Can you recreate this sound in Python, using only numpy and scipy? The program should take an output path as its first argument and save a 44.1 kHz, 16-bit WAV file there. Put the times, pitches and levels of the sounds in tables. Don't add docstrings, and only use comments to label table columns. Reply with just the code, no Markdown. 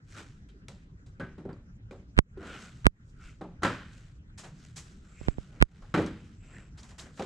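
import sys
import numpy as np
from scipy import signal
from scipy.fft import rfft, irfft
from scipy.io import wavfile

SR = 44100
rng = np.random.default_rng(int(sys.argv[2]) if len(sys.argv) > 2 else 0)


def inscribe(sig):
    pcm = np.round(np.clip(np.atleast_2d(sig).T, -1, 1) * 32767)
    wavfile.write(sys.argv[1], SR, pcm.astype(np.int16))


N = 319725
TIME = np.arange(N) / SR

# start in seconds, relative level at 1 kHz in dB,
# tilt in dB per octave, pitch of the struck spot in Hz, relative click level in dB.
KNOCKS = [(.488, -81.5, -0.5, 2730, -41), (.684, -60, -2, 570, -19), (1.062, -76, -0.5, 496, -60),
          (1.198, -48, -10, 1780, -32), (1.38, -58, -9.5, 235, -58), (1.453, -61, -14, 520, -47),
          (1.49, -58, -11.5, 1510, -56), (1.53, -85, -2.5, 4770, -43), (1.909, -56, -7.5, 497, -45),
          (2.374, -62, -8.5, 305, -53), (3.411, -51.5, -9.5, 706, -45.5), (3.621, -50, -7, 1200, -50.5),
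          (3.6325, -35.5, -5, 1570, -12), (3.647, -35, -7.5, 1567, -35), (5.821, -66, -6, 1050, -49),
          (5.9408, -33.5, -9, 1830, -19), (5.975, -40, -8.5, 410, -32), (5.997, -44.5, -9, 343, -43),
          (6.018, -47.5, -7.5, 248, -27), (6.063, -54, -5, 280, -19.5), (7.175, -60.5, -5.5, 1970, -30),
          (7.194, -44.5, -7, 645, -27), (7.223, -48.5, -5.5, 340, -20.5)]
# start in seconds, relative level at 1 kHz in dB, tilt in dB per octave.
SCUFFS = [(0.167, -54.5, -3.5), (4.375, -50, -2), (4.434, -45.5, -7), (4.7586, -50.5, -0.2),
          (6.772, -56.5, -3.5), (6.827, -56.5, -4), (6.907, -56, -7.5), (6.98, -49, -2.06)]
# time in seconds, relative snap and thump levels in dB,
# amplitude share of its pre-echo.
CRACKS = [(2.1893, 2.5, -4, .17), (2.8674, 4, -3.6, .18), (5.2133, -48, -28.5, .03),
          (5.2845, -15, -10.3, .04), (5.3838, -36, -21.5, .03), (5.6252, 3.5, -3.8, .18)]
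# frequency in Hz, time to fall 60 dB (t60) in seconds.
GARAGE_T60 = [(100, 0.77), (350, 0.49), (750, 0.37), (1500, 0.53), (3000, 0.67), (7000, 0.51),
              (14000, 0.081)]
# frequency in Hz, side minus mid in dB.
SOURCE_WIDTH = [(100, -20.5), (900, -29.5), (1300, -8.5), (4000, -7), (9000, -8)]
SLIDE_TILT_HZ = (720, 6060)


def from_db(db):
    return 10 ** (np.asarray(db) / 20)


def rms_one(x):
    return x / np.sqrt(np.mean(x ** 2) + 1e-20)


def at_hz(points, hz):
    frequencies, values = np.transpose(points)
    return np.interp(np.log(hz), np.log(frequencies), values)


def cut(x, hz, kind, order=2):
    return signal.sosfilt(signal.butter(order, hz, kind, fs=SR, output="sos"), x + 1e-18)


def smooth(x, seconds):
    lag = np.exp(-1 / (SR * seconds))
    return signal.lfilter([1 - lag], [1, -lag], x)


def clicks(times, heights):
    out = np.zeros(N)
    samples = np.round(np.asarray(times) * SR).astype(int)
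    np.add.at(out, np.clip(samples, 0, N - 1), heights)
    return out


def fade(x, t60):
    return signal.lfilter([1], [1, -from_db(-60 / (t60 * SR))], x + 1e-18)


def ring(x, hz, t60):
    radius, angle = from_db(-60 / (t60 * SR)), 2 * np.pi * hz / SR
    return signal.lfilter([0, np.sin(angle)], [1, -2 * radius * np.cos(angle), radius ** 2], x + 1e-18)


def drift(rate):
    return np.interp(TIME * rate, np.arange(N // 8), rng.standard_normal(N // 8))


def stroke(middle, length):
    return np.exp(-np.minimum((2 * (TIME - middle) / length) ** 2, 20))


def tilted(level_db, tilt_db, hz, span_hz):
    octaves = np.log2(np.clip(hz, *span_hz) / 1000)
    return from_db(level_db + tilt_db * octaves) / np.sqrt(1000)


def noise_bands(width, grain=1):
    edges = 25 * 2 ** (np.arange(29) / 3)
    white = rng.standard_normal((2, 2, N)) * grain * np.sqrt(SR / 2)
    for k, hz in enumerate(np.sqrt(edges[1:] * edges[:-1])):
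        mid, side = cut(white[k % 2], edges[k:k + 2], "band")
        yield hz, mid + from_db(at_hz(width, hz)) * side * np.array([[1], [-1]])


def bursts(times, gain_at, colour, rise_s, body_t60, room_db, strike_db, grain_db):
    grain = rms_one(from_db(grain_db * drift(600)))
    out = np.zeros((2, N))
    for hz, band in noise_bands(SOURCE_WIDTH, grain):
        energy = clicks(times, gain_at(hz) ** 2)
        body = fade(energy, body_t60 / 2 * (1000 / hz) ** 0.052)
        room = from_db(room_db) ** 2 * fade(energy, at_hz(GARAGE_T60, hz) / 2)
        strike = from_db(strike_db) ** 2 * hz / (hz + 1200) * fade(energy, 0.017)
        out += band * from_db(at_hz(colour, hz)) * smooth(np.sqrt(body + room + strike), rise_s)
    return out


def ventilation(level_db=-50.5, flicker_db=-4.5):
    # frequency in Hz, relative spectral density in dB.
    spectrum = [(15, -32), (25, 4), (54, 4), (154, 1.5), (207, -5.5), (264, -14), (301, -11.5),
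                (543, -35.5), (790, -33.5), (952, -40), (1420, -31.5), (4040, -52), (6900, -43.5),
                (11200, -60.5), (15000, -56)]
    # frequency in Hz, side minus mid in dB.
    room_width = [(100, -23), (380, -10), (850, -6.5), (1300, 5), (4000, 8), (14000, -5)]
    air = sum(band * from_db(at_hz(spectrum, hz) + flicker_db * drift(30))
              for hz, band in noise_bands(room_width))
    return from_db(level_db) * rms_one(cut(air, 7700, "low", order=6))


def swishes(wobble=.22):
    # start and length in seconds, first and last pitch in Hz, peak level in dB.
    glides = [(6.771, 0.049, 3420, 7270, -56), (6.83, 0.007, 6370, 3200, -49),
              (6.988, 0.02, 2620, 6450, -44)]
    out = np.zeros(N)
    for start, length, start_hz, end_hz, level_db in glides:
        along = np.clip((TIME - start) / length, 0, 1)
        hz = start_hz * (end_hz / start_hz) ** along * (1 + wobble * drift(3000))
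        out += from_db(level_db) * np.sin(np.pi * along) * np.sin(2 * np.pi * np.cumsum(hz) / SR)
    return out


def scuff_gain(hz):
    _, level_db, tilt_db = np.transpose(SCUFFS)
    return tilted(level_db, tilt_db, hz, SLIDE_TILT_HZ)


def scuffs(hiss_db=3, grit_db=-8, grit_hz=4000, specks_per_s=900):
    # frequency in Hz, gain in dB.
    colour = [(30, -25), (200, -4), (500, -5.5), (1500, -2.5), (4000, -3), (8000, 2.5), (10500, -26.5),
              (15000, -35)]
    times = np.array(SCUFFS)[:, 0]
    specks = (rng.random(N) < specks_per_s / SR) * rng.standard_normal(N)
    heights = from_db(grit_db) * scuff_gain(grit_hz) * np.sqrt(grit_hz)
    envelope = smooth(fade(clicks(times, heights), 0.11), .006)
    grit = cut(specks * envelope, [1500, 9000], "band")
    hiss = bursts(times, scuff_gain, colour, rise_s=0.011, body_t60=0.16,
                  room_db=-15.5, strike_db=-7.5, grain_db=-0.5)
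    return grit + from_db(hiss_db) * hiss


def rubs(level_db=-1, grain_db=3, flicker_db=1.5, room_db=-7.5):
    # middle and length in seconds, relative level at 1 kHz in dB,
    # tilt in dB per octave.
    slides = [(0.144, .11, -63.5, 0.5), (0.194, 0.068, -48, -4.5), (0.283, 0.15, -69, -2),
              (2.449, 0.097, -47.5, -8), (2.527, 0.14, -48.5, -5), (2.632, 0.15, -56, -2),
              (2.781, 0.13, -68.5, -0.5), (3.093, 0.087, -97.5, 8), (3.262, 0.13, -64.5, -1),
              (3.977, 0.24, -65.5, -2), (4.635, 0.18, -65.5, -1), (4.873, 0.2, -67, -1),
              (5.12, 0.22, -69, -2.5), (5.259, 0.13, -58, -3.5), (5.422, 0.15, -65.5, -2),
              (5.56, 0.26, -62, -6), (5.8, 0.48, -66, -4), (6.25, 0.21, -69, -2), (6.455, .08, -67, -4.5),
              (6.572, 0.2, -59, -5.5), (6.825, 0.25, -68, -6.5), (6.901, 0.043, -58.5, -1.5),
              (7.053, 0.1, -53.5, -7), (7.183, 0.091, -76.5, 4.5)]
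    # frequency in Hz, gain in dB.
    colour = [(30, -21), (200, 3.5), (450, -2.5), (950, -10.5), (1450, 0.5), (2000, -3.5), (2700, -3.5),
              (4500, -5.5), (7800, -4), (10500, -36), (15000, -36)]
    grain = rms_one(from_db(grain_db * drift(500)))
    _, _, stroke_db, tilt_db = np.transpose(slides)
    efforts = np.array([stroke(middle, length) ** 2 for middle, length, *_ in slides])
    out = np.zeros((2, N))
    for hz, band in noise_bands(SOURCE_WIDTH, grain):
        power = tilted(stroke_db, tilt_db, hz, SLIDE_TILT_HZ) ** 2 @ efforts
        tail = from_db(room_db) ** 2 * smooth(power, at_hz(GARAGE_T60, hz) / (2 * np.log(1000)))
        gain = from_db(level_db + at_hz(colour, hz) + flicker_db * drift(40))
        out += band * np.sqrt(power + tail) * gain
    return out


def squeals(slips_per_s=1800):
    # middle and length in seconds, pitch and bandwidth in Hz, level in dB.
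    edges = [(.175, .07, 1400, 250, -53), (2.5, .17, 1450, 300, -50), (2.53, .12, 2700, 1100, -53),
             (2.66, .1, 1450, 250, -59), (3.25, .14, 1400, 250, -60), (3.27, .12, 2400, 900, -61),
             (5.09, .14, 1350, 250, -70), (5.22, .24, 7550, 500, -67), (5.23, .16, 2350, 600, -62),
             (6.53, .25, 7600, 600, -69), (6.54, .25, 2500, 600, -66), (6.57, .07, 1850, 350, -58)]
    out = np.zeros(N)
    for middle, length, hz, width_hz, level_db in edges:
        slips = (rng.random(N) < slips_per_s / SR) * rng.standard_normal(N)
        resonance = rms_one(cut(slips, [hz - width_hz / 2, hz + width_hz / 2], "band"))
        out += from_db(level_db) * stroke(middle, length) * resonance
    return out


def ringing():
    # start in seconds, pitch in Hz, peak level in dB, t60 in seconds.
    tones = [(.491, 3200, -63, .06), (1.203, 1520, -42, .28), (1.204, 540, -42, .15),
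             (1.205, 1625, -41.5, .23), (1.53, 4650, -57, .025), (1.911, 2400, -50, .04),
             (2.373, 385, -36, .16), (3.648, 1580, -42, .55), (3.649, 1503, -45, .6)]
    return sum(ring(clicks([start], from_db(level_db)), hz, t60) for start, hz, level_db, t60 in tones)


def knock_gain(hz, spot_db=8.5, spot_octaves=0.56):
    _, level_db, tilt_db, spot_hz, _ = np.transpose(KNOCKS)
    hump_db = spot_db * np.exp(-.5 * (np.log2(hz / spot_hz) / spot_octaves) ** 2)
    return tilted(level_db + hump_db, tilt_db, hz, span_hz=(230, 5980))


def splinters(times, peak_db, splinter_db=-15):
    spray = rng.standard_normal(N) * fade(clicks(times, from_db(peak_db + splinter_db)), t60=0.011)
    return cut(cut(spray, [1200, 6500], "band", order=1), 9000, "low", order=4)


def knocks(click_db=-17, modes_db=-7.5, shudder_db=-1):
    # frequency in Hz, relative level in dB, t60 in seconds.
    panel_modes = [(178.9, 3.5, 0.43), (318, -4.5, 0.41), (385.3, 2, 0.29), (539, -0.5, 0.26),
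                   (579.5, -4, 0.34), (840, -12, 0.45), (1015, -45, .17), (1340, 4.5, 0.2),
                   (1485, -8.5, 0.31), (1644, -9, 0.22), (1680, -15.5, 0.24), (1790, -8, 0.19),
                   (2095, -20.5, 0.062), (2370, -8.5, 0.35), (3560, -13.5, 0.25), (3953, 3, .15)]
    # frequency in Hz, gain in dB.
    colour = [(30, -22.5), (80, -4), (170, -3), (270, -2), (380, -3), (520, -1), (1100, 1.5), (1550, 2.5),
              (2000, -1), (3600, 2.5), (5500, -0.5), (8000, 0), (10500, -27), (15000, -41)]
    times, *_, peak_db = np.transpose(KNOCKS)
    impulses = clicks(times, from_db(peak_db + click_db))
    contact = 4 * cut(cut(impulses, [500, 3500], "band", order=1), 9000, "low", order=4)
    modes = np.zeros(N)
    for hz, level_db, t60 in panel_modes:
        scatter_db = rng.normal(0, 1, len(times))
        strength = knock_gain(hz) * np.sqrt(hz) * from_db(level_db + modes_db + scatter_db)
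        modes += ring(clicks(times, strength * rng.choice([-1, 1], len(times))), hz, t60)
    shudder = bursts(times, knock_gain, colour, rise_s=.0016, body_t60=0.21,
                     room_db=-6.5, strike_db=5.5, grain_db=1.5)
    return contact + splinters(times, peak_db) + modes + from_db(shudder_db) * shudder


def flutter(level_db=-38, lead_s=.006, length_s=.016, right_db=1.5):
    swell = sum(from_db(snap_db) * stroke(time - lead_s, length_s) for time, snap_db, *_ in CRACKS)
    buzz = rms_one(cut(rng.standard_normal(N), [900, 1800], "band"))
    return from_db(level_db) * swell * buzz * np.array([[1], [-from_db(right_db)]])


def thumps(echo_gap_s, sink_hz=85, flip_hz=80, pop_hz=560, capsule_hz=1150, capsule_db=-4):
    times, snap_db, thump_db, share = np.transpose(CRACKS)
    heights = from_db(thump_db)
    kicks = clicks(times, heights) + clicks(times - echo_gap_s, -heights * share)
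    push = cut(cut(kicks, sink_hz, "low", order=1), pop_hz, "low")
    swing = cut(push - 2 * cut(push, flip_hz, "low", order=1), 26, "high")
    pop = heights.max() * swing / -swing.min()
    early = sum(clicks(times - (k + .5) * echo_gap_s, heights * (-1) ** k * (2.3 * share) ** (k + 1))
                for k in (0, 1))
    pre_echo = signal.fftconvolve(early, np.hanning(round(echo_gap_s * SR) | 1), "same")
    tap_heights = from_db(capsule_db + thump_db + 0.56 * (snap_db - snap_db.max()))
    taps = sum(clicks(times + echo_gap_s / 20 - k * echo_gap_s, tap_heights * share ** k)
               for k in range(3))
    return (pop + pre_echo + ring(taps, capsule_hz, t60=0.0065)) * np.array([[0], [1]])


def snaps(echo_gap_s, edge_hz=1080, dull_hz=1500, tick_db=-2):
    times, snap_db, _, share = np.transpose(CRACKS)
    pre_echoes = sum(clicks(times - k * echo_gap_s, from_db(snap_db) * share ** k) for k in (1, 2))
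    pulses = clicks(times, from_db(snap_db)) + cut(pre_echoes, 5000, "low", order=4)
    hz = np.fft.rfftfreq(N, 1 / SR) + 1
    shape = 1 / (1 + (edge_hz / hz) ** 14) / (1 + (hz / dull_hz) ** 2.6) / (1 + (hz / 10500) ** 6)
    snap = irfft(rfft(pulses) * shape, N) / shape.mean()
    hardest = pulses * np.abs(pulses) ** .5 / pulses.max() ** 1.5
    tick = cut(cut(hardest + .3 * pre_echoes, 1500, "high", order=1), 8500, "low", order=4)
    return snap * np.array([[1], [-1]]) - from_db(tick_db) * np.roll(tick, SR // 10000)


def cracks(echo_gap_s=.0109):
    return snaps(echo_gap_s) + thumps(echo_gap_s) + flutter()


def scene():
    return knocks() + ringing() + scuffs() + rubs() + squeals() + swishes() + ventilation() + cracks()


def record(dry):
    knee_middle_db, depth_db, release_db_per_s, attack_s = -7, 15, 110, .02
    peak_db = 20 * np.log10(np.abs(dry).max(axis=0) + 1e-9)
    wanted_db = depth_db * np.clip(1.5 - peak_db / knee_middle_db, 0, 1)
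    release_db = release_db_per_s * TIME
    held_db = np.maximum.accumulate(wanted_db + release_db) - release_db
    ducked = dry * from_db(-smooth(smooth(held_db, attack_s / 2), attack_s / 2))
    low_pass = signal.cheby2(12, 70, 16700, fs=SR, output="sos")
    return signal.sosfilt(low_pass, np.clip(ducked, -.95, .95))


dry = scene()
out = record(dry)
inscribe(out)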